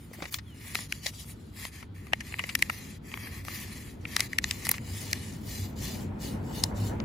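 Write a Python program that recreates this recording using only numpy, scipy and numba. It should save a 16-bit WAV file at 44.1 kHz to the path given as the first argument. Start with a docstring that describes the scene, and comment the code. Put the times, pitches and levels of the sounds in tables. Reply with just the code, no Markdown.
"""Outdoors, a hand twists a curled abrasive sheet round the metal tip of a probe, close to the microphones.
The grit hisses with every stroke: a rain of tiny clicks shaking the sheet and the air it encloses.
The stiff backing buckles with dry snaps, each a pop and a spray of slips that make the sheet ring.
A far vehicle comes nearer with rumble, engine note and tyre noise, over the soft noise of open air.
A bird gives one faint falling whistle, a sine tone of sliding pitch."""
import sys
import numpy as np
from scipy import signal
from scipy.fft import rfft, irfft
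from scipy.io import wavfile
from numba import njit

SR = 44100
rng = np.random.default_rng(int(sys.argv[2]) if len(sys.argv) > 2 else 0)


def generate_wav(signal):
    """Clip the signal to [-1, 1] and save it as 16-bit WAV at the path in sys.argv[1]."""
    frames = np.transpose(np.atleast_2d(signal))
    scaled = np.clip(frames, -1, 1) * 32767
    pcm = np.round(scaled).astype(np.int16)
    wavfile.write(sys.argv[1], SR, pcm)


N = 310464   # length in samples


def from_db(db):
    """Turns decibels into a plain gain."""
    return 10 ** (np.asarray(db) / 20)


def rms_one(x):
    """Scales a sound to rms 1."""
    return x / np.sqrt(np.mean(x ** 2) + 1e-20)


def in_time(rows):
    """Joins the rows by straight lines: one curve for each column, sample by sample."""
    s, *columns = np.transpose(rows)
    return [np.interp(np.arange(N) / SR, s, column) for column in columns]


def over_hz(points):
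    """Reads a table at every frequency of the spectrum, on a log-frequency axis."""
    hz, value = np.transpose(points)
    return np.interp(np.log(np.fft.rfftfreq(N, 1 / SR) + 1), np.log(hz), value)


def coloured(x, spectrum):
    """Filters noise by a table of levels over pitch, then sets it to rms 1."""
    return rms_one(irfft(rfft(x) * from_db(over_hz(spectrum)), N))


def drift(rate_hz, size=8192):
    """Slow random wandering with spread 1, drawn coarsely and joined by straight lines."""
    hz = np.fft.rfftfreq(size, N / SR / size)
    spectrum = rfft(rng.standard_normal(size)) / (1 + (hz / rate_hz) ** 2)
    slow = rms_one(irfft(spectrum, size))
    return np.interp(np.arange(N) * size / N, np.arange(size), slow)


def band(x, low_hz, high_hz, order=2):
    """Keeps only the sound between two pitches."""
    edges_hz = [low_hz, min(high_hz, .45 * SR)]
    return signal.sosfilt(signal.butter(order, edges_hz, "band", fs=SR, output="sos"), x)


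def resonate(x, modes):
    """Sends the sound through resonances side by side, with alternating sign."""
    out = 0
    for k, (hz, width_hz, db) in enumerate(modes):
        r = np.exp(-np.pi * width_hz / SR)   # a wider resonance dies away sooner
        gain = (-1) ** k * from_db(db) * (1 - r * r) / 2
        feedback = [1, -2 * r * np.cos(2 * np.pi * hz / SR), r * r]
        out = out + gain * signal.lfilter([1, 0, -1], feedback, x)
    return out


@njit
def moving_resonance(x, cosine, r):
    """A two-pole resonance whose pitch follows a curve."""
    y = np.zeros(len(x))
    for i in range(2, len(x)):
        push = (1 - r * r) / 2 * (x[i] - x[i - 2])
        y[i] = push + 2 * r * cosine[i] * y[i - 1] - r * r * y[i - 2]
    return y


def glide(x, hz, width_hz):
    """Sends both channels through one resonance of gliding pitch."""
    cosine, r = np.cos(2 * np.pi * hz / SR), np.exp(-np.pi * width_hz / SR)
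    return np.array([moving_resonance(channel, cosine, r) for channel in x])


def pair(mid, side, likeness):
    """Builds left and right from a part they share and a part with opposite signs."""
    c = np.clip(likeness, -1, 1)
    return np.array([np.sqrt(1 + c) * mid + sign * np.sqrt(1 - c) * side for sign in (1, -1)])


def panned(x, left_db):
    """Makes the left louder than the right by so many dB."""
    return x * from_db([[left_db / 2], [-left_db / 2]])


def widened(x, width):
    """Scales what differs between the two microphones."""
    mid = x.mean(axis=0)
    return mid + width * (x - mid)


LAG_S = 0.00004   # the hollow opens to the left


def lagged(x):
    """The right microphone hears the sound a moment after the left."""
    i = np.arange(x.shape[1])
    return np.array([x[0], np.interp(i - LAG_S * SR, i, x[1])])


# How alike far sounds are at the two microphones: pitch_hz, likeness (0 = unrelated, 1 = the same)
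FAR_LIKENESS_BY_PITCH = [(60, .98), (130, .96), (290, 0.9), (450, 0.14), (620, 0), (880, 0.28), (1400, 0),
                         (2500, 0.045), (8000, 0.79)]


def far_noise(spectrum):
    """Noise from afar, whose likeness at the two microphones depends on pitch."""
    mid, side = rfft(rng.standard_normal((2, N)))
    both = irfft(pair(mid, side, over_hz(FAR_LIKENESS_BY_PITCH)), N)
    return coloured(both, spectrum)


# Colour of the open air: pitch_hz, relative level_db (per Hz)
AIR_COLOUR = [(200, 25), (500, 3), (900, 18), (1500, 20), (2300, -6), (3200, 15), (4500, 7), (16000, -49)]
AIR_DB = -63.5


def open_air():
    """Steady diffuse noise of the open field."""
    return from_db(AIR_DB) * far_noise(AIR_COLOUR)


# Colours of the vehicle's exhaust rumble, its roar and the bright hiss of its tyres:
# pitch_hz, relative level_db (per Hz)
RUMBLE_COLOUR = [(20, -30), (32, -23), (45, -10), (60, 1.5), (80, 0.5), (100, 3.5), (125, -3), (160, -2.5),
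                 (220, -21), (400, -61)]
ROAR_COLOUR = [(100, -18.5), (160, -8), (210, 0.5), (290, -6.5), (400, -11), (600, -22), (900, -33),
               (2500, -32.5), (5000, -60)]
TYRE_COLOUR = [(250, -40), (450, 5), (680, 2.5), (900, 4), (1150, -5), (1500, -7), (2100, -13), (2900, -53),
               (5000, -54)]
# Firing rate of its engine, before the waver: time_s, pitch_hz
ENGINE_PITCH = [(0, 99.7), (3, 95.8), (5.5, 95.5), (6.65, 99.5), (7.04, 98.2)]
NEAREST_S, DISTANCE_M, SPEED_M_PER_S = 7.04, 11.08, 14.8   # when and how near it passes, and its speed
RUMBLE_DB, ROAR_DB, TYRES_DB, ENGINE_DB = -36, -36, -45, -43.5   # at its nearest, before random sway
# each part fades with this power of the distance
RUMBLE_FALL, ROAR_FALL, TYRES_FALL, ENGINE_FALL = 0.63, 0.9, 1.39, 1.24


def vehicle():
    """Exhaust rumble, a wavering firing note and tyre roar that brightens as it nears on a straight road."""
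    along_m = SPEED_M_PER_S * (np.arange(N) / SR - NEAREST_S)
    nearness = DISTANCE_M / np.hypot(DISTANCE_M, along_m)

    firing_hz, = in_time(ENGINE_PITCH)
    wavering_hz = firing_hz * (1 + 0.0154 * drift(3.62))
    note = np.sqrt(2) * np.sin(2 * np.pi * np.cumsum(wavering_hz) / SR)
    engine = from_db(ENGINE_DB + 7.9 * drift(4.4)) * nearness ** ENGINE_FALL * note

    rumble = from_db(RUMBLE_DB) * nearness ** RUMBLE_FALL * far_noise(RUMBLE_COLOUR)
    roar_gain = from_db(ROAR_DB + 1.0 * drift(2.7) + 1.0 * drift(15)) * nearness ** ROAR_FALL
    roar = roar_gain * panned(far_noise(ROAR_COLOUR), left_db=2.0)
    tyres = from_db(TYRES_DB + 2.4 * drift(12)) * nearness ** TYRES_FALL * far_noise(TYRE_COLOUR)
    return engine + rumble + roar + tyres


# The bird's whistle: time_s, pitch_hz, level_db (rms)
WHISTLE = [(.455, 3500, -76), (.472, 3400, -60), (.505, 3100, -63), (.533, 2910, -60), (.556, 2800, -68)]


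def bird():
    """One thin falling whistle: a sine tone that follows the table."""
    hz, level_db = in_time(WHISTLE)
    t = np.arange(N) / SR
    sings = (t > WHISTLE[0][0]) & (t < WHISTLE[-1][0])
    return sings * from_db(level_db) * np.sqrt(2) * np.sin(2 * np.pi * np.cumsum(hz) / SR)


# The hand takes hold: start_s, level_db (before the rise and decay), pitch_hz
HAND_BUMPS = [(0.114, -37, 480), (0.186, -34, 330), (.19, -39, 626), (0.222, -25.5, 308), (.224, -30, 566),
              (.253, -38, 576), (.754, -41, 410), (1.061, -30, 563), (4.692, -36, 510)]


def bumps(ring_s, size=2600):
    """Soft contacts of hand and probe: a low note that the flesh damps at once."""
    out, t = np.zeros(N + size), np.arange(size) / SR
    envelope = (1 - np.exp(-t / 0.00039)) * np.exp(-t / ring_s)
    for s, db, hz in HAND_BUMPS:
        at = int(s * SR)
        out[at:at + size] += from_db(db) * np.sin(2 * np.pi * hz * t) * envelope
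    return out[:N]


# Strokes of the hand: start_s, length_s, hiss_db (grit), swell_db (rise from start to end),
# arch (sharpness, no unit), hollow_db, fine_db (fine grit), sheen_db (these three relative to the hiss),
# hollow_hz (base pitch of the hollow at mid-stroke)
HAND_STROKES = [(-0.044, 0.15, -65, 1, 1.3, 2.5, -0.5, -5.6, 2000),
                (0.072, 0.23, -59, 13.4, 0.42, 1.5, -5, -10, 2000),
                (0.296, 0.11, -44.5, -14, 3, -3, -7, -1, 2120),
                (0.363, 0.42, -59, 44, 0.77, 2, -2.5, -8, 2300),
                (0.734, 0.15, -45, -9, 0.72, -4, -5, -13, 2050),
                (0.88, 0.17, -54, -26, 1.25, -4.5, -4, -15, 2200),
                (0.967, 0.15, -45, 37, 1.8, -5.1, -10, -14, 2080),
                (1.08, 0.18, -50, 10, 0.75, -11.5, -6.5, -17, 2050),
                (1.224, 0.15, -54.5, -16, 1.8, -3, 2.5, -5, 2080),
                (1.291, 0.306, -68, -10.1, 0.41, -11, -7, -14, 2080),
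                (1.498, 0.24, -46, 0, 3.1, 1, -2, -7.9, 2170),
                (1.663, 0.24, -54.3, -8, 3.1, 2, -4, -16, 2440),
                (1.945, 0.25, -66.5, -10.5, 0.21, 6.5, -3, -8, 2080),
                (2.08, 0.48, -54.5, 12.6, 0.47, 2, -5, -8, 2180),
                (2.557, 0.43, -50.5, -5, 0.42, -0.8, -5.6, -9, 2170),
                (3.013, 0.43, -49.5, 7.5, 1.1, 3.5, -5.5, -6.5, 2090),
                (3.418, 0.3, -46.5, -9, 1.64, 0.5, -4, -5, 2180),
                (3.583, 0.4, -51.5, -9.5, 0.99, 0, -4.5, -9, 2140),
                (3.977, 0.307, -51.5, 36, 0.96, 1.2, -5, -15, 2340),
                (4.27, 0.15, -55, -4, 0.85, 0.9, -6, -19, 2000),
                (4.409, 0.2, -46.5, -8, 0.89, -1, -8.5, -10, 2060),
                (4.551, 0.31, -49.5, -12, 1.2, 2, -5.5, -12, 2050),
                (4.798, 0.34, -48.5, 5.1, 0.43, -4, -5.5, -14, 2200),
                (5.095, 0.32, -49.3, -14, 0.59, -2.6, -6, -14, 2150),
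                (5.371, 0.41, -45, -3.5, 1.76, -6, -6, -8, 2200),
                (5.753, 0.36, -46.0, -20, 1.03, -7, -9, -9.5, 2200),
                (6.175, 0.32, -53.5, -57, 2, -9, -8, -12, 2220),
                (6.379, 0.38, -46, 7, 2.25, -11, -8.5, -16, 2200),
                (6.712, 0.296, -48, -21, 2.54, -10, -7, -12, 2200)]
REST_DB = (-79, -80, -84, -90)   # the sheet creeps in the hand between strokes: hiss, hollow, fine, sheen
REST_SWAY_DB = 4


def stroke_levels():
    """Gains of hiss, hollow, fine grit and sheen: each stroke gathers speed, arches and fades into the turn."""
    t = np.arange(N) / SR
    power = from_db(np.array(REST_DB)[:, None] + REST_SWAY_DB * drift(5.6)) ** 2
    for start, length, hiss_db, swell_db, arch, hollow_db, fine_db, sheen_db, _ in HAND_STROKES:
        on = (t > start) & (t < start + length)
        progress = (t[on] - start) / length
        shape = np.abs(np.sin(np.pi * progress)) ** arch
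        gain = shape * from_db(hiss_db + swell_db * (progress - .5))
        power[:, on] += (gain * from_db([[0], [hollow_db], [fine_db], [sheen_db]])) ** 2
    return np.sqrt(power)


def hollow_pitch():
    """Each new grip retunes the hollow; its base pitch glides from mid-stroke to mid-stroke."""
    return in_time(sorted((start + length / 2, hz) for start, length, *_, hz in HAND_STROKES))[0]


# Colour of the faint snaps, added to their strength: ring_db, knock_db, crack_db, treble_db
CRINKLE_COLOUR = (-6.5, -6.5, -22, -17)
CRINKLES_PER_S, CRINKLE_ABOVE_DB, CRINKLE_SPREAD_DB = 7.5, -2, 1   # strength is relative to the hiss
CRINKLE_SLIP_S, CRINKLE_RING_HZ, CRINKLE_KNOCK_HZ, CRINKLE_CRACK_HZ = 0.0016, 2100, 960, 3800
WRAPPED_S = 5.3   # they stop once the sheet lies tight round the probe


def crinkles(hiss_gain, count=100):
    """Faint snaps at random moments while the sheet is loose, their strength following the stroke's hiss."""
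    times = .05 + np.cumsum(rng.exponential(1, count)) / CRINKLES_PER_S
    above_db = CRINKLE_ABOVE_DB + CRINKLE_SPREAD_DB * rng.standard_normal(count)
    snaps = []
    for s, db in zip(times, above_db):
        if s < min(WRAPPED_S, N / SR):
            levels_db = 20 * np.log10(hiss_gain[int(s * SR)]) + db + np.array(CRINKLE_COLOUR)
            snaps.append((s, CRINKLE_SLIP_S, *levels_db,
                          CRINKLE_RING_HZ, CRINKLE_KNOCK_HZ, CRINKLE_CRACK_HZ))
    return snaps


# The backing buckles: start_s, slip_s (decay of the slips, at least 0.0003 s), ring_db (hollow ring),
# knock_db, crack_db, treble_db, ring_hz (base pitch of three resonances), knock_hz, crack_hz
BACKING_SNAPS = [(.1322,0.024,-47.5,-51.5,-52.5,-49,1930,870,4930),(.2039,0.0036,-55,-48,-63,-72,1930,800,3600),
                 (.3242,0.0087,-56,-55,-49,-42,2160,1100,5030),(.2222,0.01,-42.5,-38.5,-41,-73,1900,800,3550),
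                 (.241,.001,-49,-44.5,-58,-65,1990,850,3500),(.2542,0.0047,-40,-48,-46,-65,2060,840,3420),(.3422,.0032,-41.5,-43,-31,-39,2230,1100,3600),
                 (.3859,0.0056,-45.5,-47,-44,-62,1870,1100,3700),(.7485,0.001,-49,-43,-41.5,-39,2100,1340,4070),
                 (.7536,0.0014,-29.5,-35,-31,-44,2020,1280,4100),(.789,0.00071,-39.5,-46.5,-45,-57,2100,990,3770),
                 (.924,0.00085,-30.5,-38.5,-35.5,-40,2300,1470,3800),(1.0617,0.0011,-41,-42,-36,-53,1950,616,3680),
                 (1.0655,0.0012,-38,-57,-30,-44,1920,860,3800),(1.652,0.0012,-40,-43.5,-41.5,-48,2090,860,3320),
                 (1.827,0.0035,-48,-47.5,-57,-75,2180,1050,3900),(2.0687,0.0028,-52,-52.5,-59,-62,2100,1000,3800),
                 (2.1235,0.0026,-45,-52,-66,-72,1820,900,3500),(2.1335,0.001,-21,-29.5,-38.5,-46.5,2124,725,3550),(2.2053,0.0055,-36.5,-53,-44,-52,2010,990,5040),
                 (2.3236,.0015,-42.5,-54,-65,-65,2100,900,3500),(2.3405,0.00098,-33.5,-46,-55,-65,2100,770,3380),
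                 (2.386,0.0046,-41,-57,-54,-57,2100,990,3200),(2.392,0.0059,-28,-38,-44.5,-48,2170,950,3200),(2.4387,0.0027,-33,-42,-45,-67,2100,610,3820),
                 (2.491,0.0092,-35,-45.5,-39,-52,2226,1220,3500),(2.552,0.0018,-23,-38.5,-28.5,-30.5,2120,1300,6440),
                 (2.5902,.0038,-46,-54,-45,-48,2040,1000,4660),(2.6239,0.0011,-18.5,-41,-28,-32,2049,1240,4900),
                 (2.6978,0.0023,-28,-32,-40.5,-46,1950,1200,3420),(3.1163,.001,-46.5,-63,-68,-72,2160,1100,3500),
                 (3.1399,0.00091,-35.5,-43,-58,-67,2230,990,3240),(3.174,0.0011,-42,-45,-67,-51,2190,1150,3920),
                 (3.2705,0.0024,-42,-68,-70,-72,1900,1100,3600),(3.4504,0.00085,-52,-54,-51,-51,2100,700,4270),
                 (3.4838,0.00069,-55,-37,-48,-58,2200,1090,4090),(4.0528,0.0018,-34.5,-46.5,-65,-70,2220,1230,3640),
                 (4.165,.0011,-27.5,-35,-24.5,-31.5,1870,1230,3700),(4.1952,0.0026,-34,-41.5,-37,-40,2100,790,4710),
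                 (4.2052,0.0012,-28,-43,-25,-30.5,2260,1310,4240),(4.3315,0.0013,-32,-65,-46,-52,1950,1170,4800),
                 (4.3858,0.00062,-23,-45,-27.5,-34.5,1950,1260,3240),(4.442,0.00079,-30,-41,-28,-48,1900,1050,3800),
                 (4.5107,0.00097,-35.5,-48,-28.5,-35.5,1940,1200,3200),(4.65,.016,-37,-56,-35.5,-36.5,1980,750,4430),
                 (4.6683,.00085,-37,-40,-40,-39,2040,755,5200),(4.6917,0.0015,-29.5,-38,-38,-23.5,2010,980,6900),
                 (4.7146,0.00088,-35.5,-35,-30,-22.5,1862,1070,4570),(4.7403,0.0094,-40,-43,-43,-57,2070,1070,3160),
                 (4.7818,0.00039,-41,-52,-51,-66,1920,1170,3280),(5.1138,0.0016,-53,-61,-49,-48,1960,1200,4500),
                 (5.1306,0.0012,-27,-46.5,-28,-35.5,1940,1240,4760),(6.6375,0.0014,-38.5,-39.5,-24,-33,2010,920,5000),
                 (6.6387,0.00035,-52,-64,-23.5,-33,1950,700,5100),(7.0023,0.00044,-49,-47,-44,-87,2100,1100,3600)]


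def buckling(snaps, size=1400, lead_size=180):
    """Each snap is a quick rise, one sharp pop and a spray of slips, heard through the sheet's resonances."""
    out = np.zeros((2, N + size))
    t = (np.arange(size) - lead_size) / SR
    pop = np.arange(size) == lead_size + 14
    rise = from_db(-9) * np.exp(-np.abs(t) / 0.0012)
    for s, slip_s, ring_db, knock_db, crack_db, treble_db, ring_hz, knock_hz, crack_hz in snaps:
        spray = np.exp(-np.abs(t) / max(slip_s, .0003)) + from_db(-25) * np.exp(-np.abs(t) / .005)
        slips = rng.standard_normal((2, size)) * np.where(t < 0, rise, spray)
        # the pop moves the whole sheet; the slips make most of the treble
        push = pair(slips[0] + 4.1 * pop, slips[1] + 1.5 * np.roll(pop, shift=5), likeness=0.46)
        scratch = pair(slips[0] + 0.87 * pop, slips[1], likeness=0.65)

        knock = lagged(band(resonate(push, [(knock_hz, 420, 0)]), 230, 2200))
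        ring_modes = [(ring_hz * 0.873, 230, -1), (ring_hz * 0.997, 360, 0), (ring_hz * 1.376, 600, -9)]
        ring = lagged(band(resonate(push, ring_modes), 1410, 5930, order=3))
        crack = band(resonate(scratch, [(crack_hz, 2800, 0)]), crack_hz * 0.58, 6650, order=3)
        # the brighter the snap, the higher its treble lies
        treble_hz = np.clip(10284 + 260 * (treble_db - crack_db), 8000, 12000)
        treble = band(resonate(scratch, [(treble_hz, 3800, 0)]), 7700, 15700, order=3)
        treble = widened(treble, width=0.55)

        at = int(s * SR) - lead_size
        parts = [(knock, knock_db, 2.8), (ring, ring_db, 2.6), (crack, crack_db, 3.0), (treble, treble_db, .3)]
        for sound, level_db, left_db in parts:
            # levels are rms over a hundredth of a second, before panning
            rms = np.sqrt((sound ** 2).sum(axis=1, keepdims=True) / (SR / 100))
            out[:, at:at + size] += panned(sound / rms, left_db) * from_db(level_db)
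    return out[:, :N]


def grit(per_s, spread_db):
    """Grains catch on the metal and let go: a rain of uneven clicks."""
    sizes = from_db(spread_db * np.minimum(rng.exponential(1, N), 5))
    return sizes * rng.standard_normal(N) * (rng.random(N) < per_s / SR)


def flexing(x, width_share, swing_db, bend, count=20):
    """Bending modes of the sheet slide in pitch, swell and fade as the fingers press on different spots."""
    out, stiffness = 0, drift(0.43)
    for k, hz in enumerate(np.geomspace(2800, 15000, count)):
        gain = from_db(swing_db * np.clip(drift(21.0), -1.6, 1.6))
        pitch_hz = hz * np.exp(bend * (stiffness + 0.68 * drift(3.15)))
        out = out + (-1) ** k * gain * glide(x, pitch_hz, width_share * hz)
    return rms_one(out)


# Colours of the grit on metal, the fine grit and the sheen of the finest grit:
# pitch_hz, relative level_db (per Hz)
HISS_COLOUR = [(300, -20), (600, -0.5), (1150, -8), (1500, -24), (2300, -21), (2950, 6.5), (3500, 5.5),
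               (4550, 9), (5400, 5.5), (6500, 6.5), (7700, 8), (8400, -15), (16000, -9.5)]
FINE_COLOUR = [(7000, -36), (8400, -10.5), (9000, 12.5), (10500, 7), (11700, 3), (13000, -8), (16500, -35)]
SHEEN_COLOUR = [(10000, -23), (11700, -8.5), (13000, 3.5), (15300, 3), (16500, -34)]
# Air in the curled sheet: multiple (of the hollow's base pitch), width_hz, relative level_db,
# stereo_width (no unit)
SHEET_AIR = [(.94, 291.6, 2, 0.53), (1.12, 408, -0.5, 1.12)]
# Air in the cupped hand: pitch_hz, width_hz, relative level_db
PALM_AIR = [(1785, 200, 0), (1150, 270, -9)]


def rubbing(hiss_gain, hollow_gain, fine_gain, sheen_gain):
    """Fine and coarse grains excite the sheet, the cupped hand and the hollow; the hand judders as it slides."""
    hollow_hz = hollow_pitch()
    grains = pair(grit(per_s=20000, spread_db=0.0), grit(per_s=22500, spread_db=3.16), likeness=0.83)
    grains = rms_one(grains)
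    coarse = 3.2 * grit(per_s=90, spread_db=1.0)

    # below its bending modes the sheet passes the grit on plainly
    bending = flexing(grains + coarse, width_share=.055, swing_db=1.9, bend=.04)
    sheet = bending + .8 * band(grains, 250, 2500)
    hiss = panned(coloured(sheet, HISS_COLOUR), left_db=2.0)
    fine_and_sheen = fine_gain * coloured(sheet, FINE_COLOUR) + sheen_gain * coloured(sheet, SHEEN_COLOUR)
    fine_and_sheen = widened(fine_and_sheen, width=0.76)

    hollow = 0
    for k, (multiple, width_hz, db, stereo_width) in enumerate(SHEET_AIR):
        tone = glide(grains + 0.97 * coarse, multiple * hollow_hz, width_hz)
        hollow = hollow + (-1) ** k * from_db(db) * widened(tone, stereo_width)
    palm = sum(resonate(grains + coarse, [mode]) for mode in PALM_AIR)
    hollow = rms_one(band(hollow - palm, 470, 2580, order=3))
    hollow = panned(lagged(hollow), left_db=1.5)

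    judder_db = 1.9 * drift(13)
    hollow_flicker_db, fine_flicker_db = 0.72 * drift(63), 1.03 * drift(29)
    return from_db(judder_db) * (hiss_gain * hiss
                                 + hollow_gain * from_db(hollow_flicker_db) * hollow
                                 + from_db(fine_flicker_db) * fine_and_sheen)


def scene():
    """Close, dry handling over the sounds of the open field."""
    field = vehicle() + bird() + open_air()
    hiss_gain, hollow_gain, fine_gain, sheen_gain = stroke_levels()
    strokes = rubbing(hiss_gain, hollow_gain, fine_gain, sheen_gain)
    snaps = buckling(BACKING_SNAPS + crinkles(hiss_gain))
    return field + strokes + snaps + bumps(ring_s=0.0032)


CUTOFF_HZ = 16000


def record(dry):
    """Cuts the top of the sound steeply."""
    return signal.sosfilt(signal.ellip(10, .2, 80, CUTOFF_HZ, fs=SR, output="sos"), dry)


dry = scene()
out = record(dry)
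generate_wav(out)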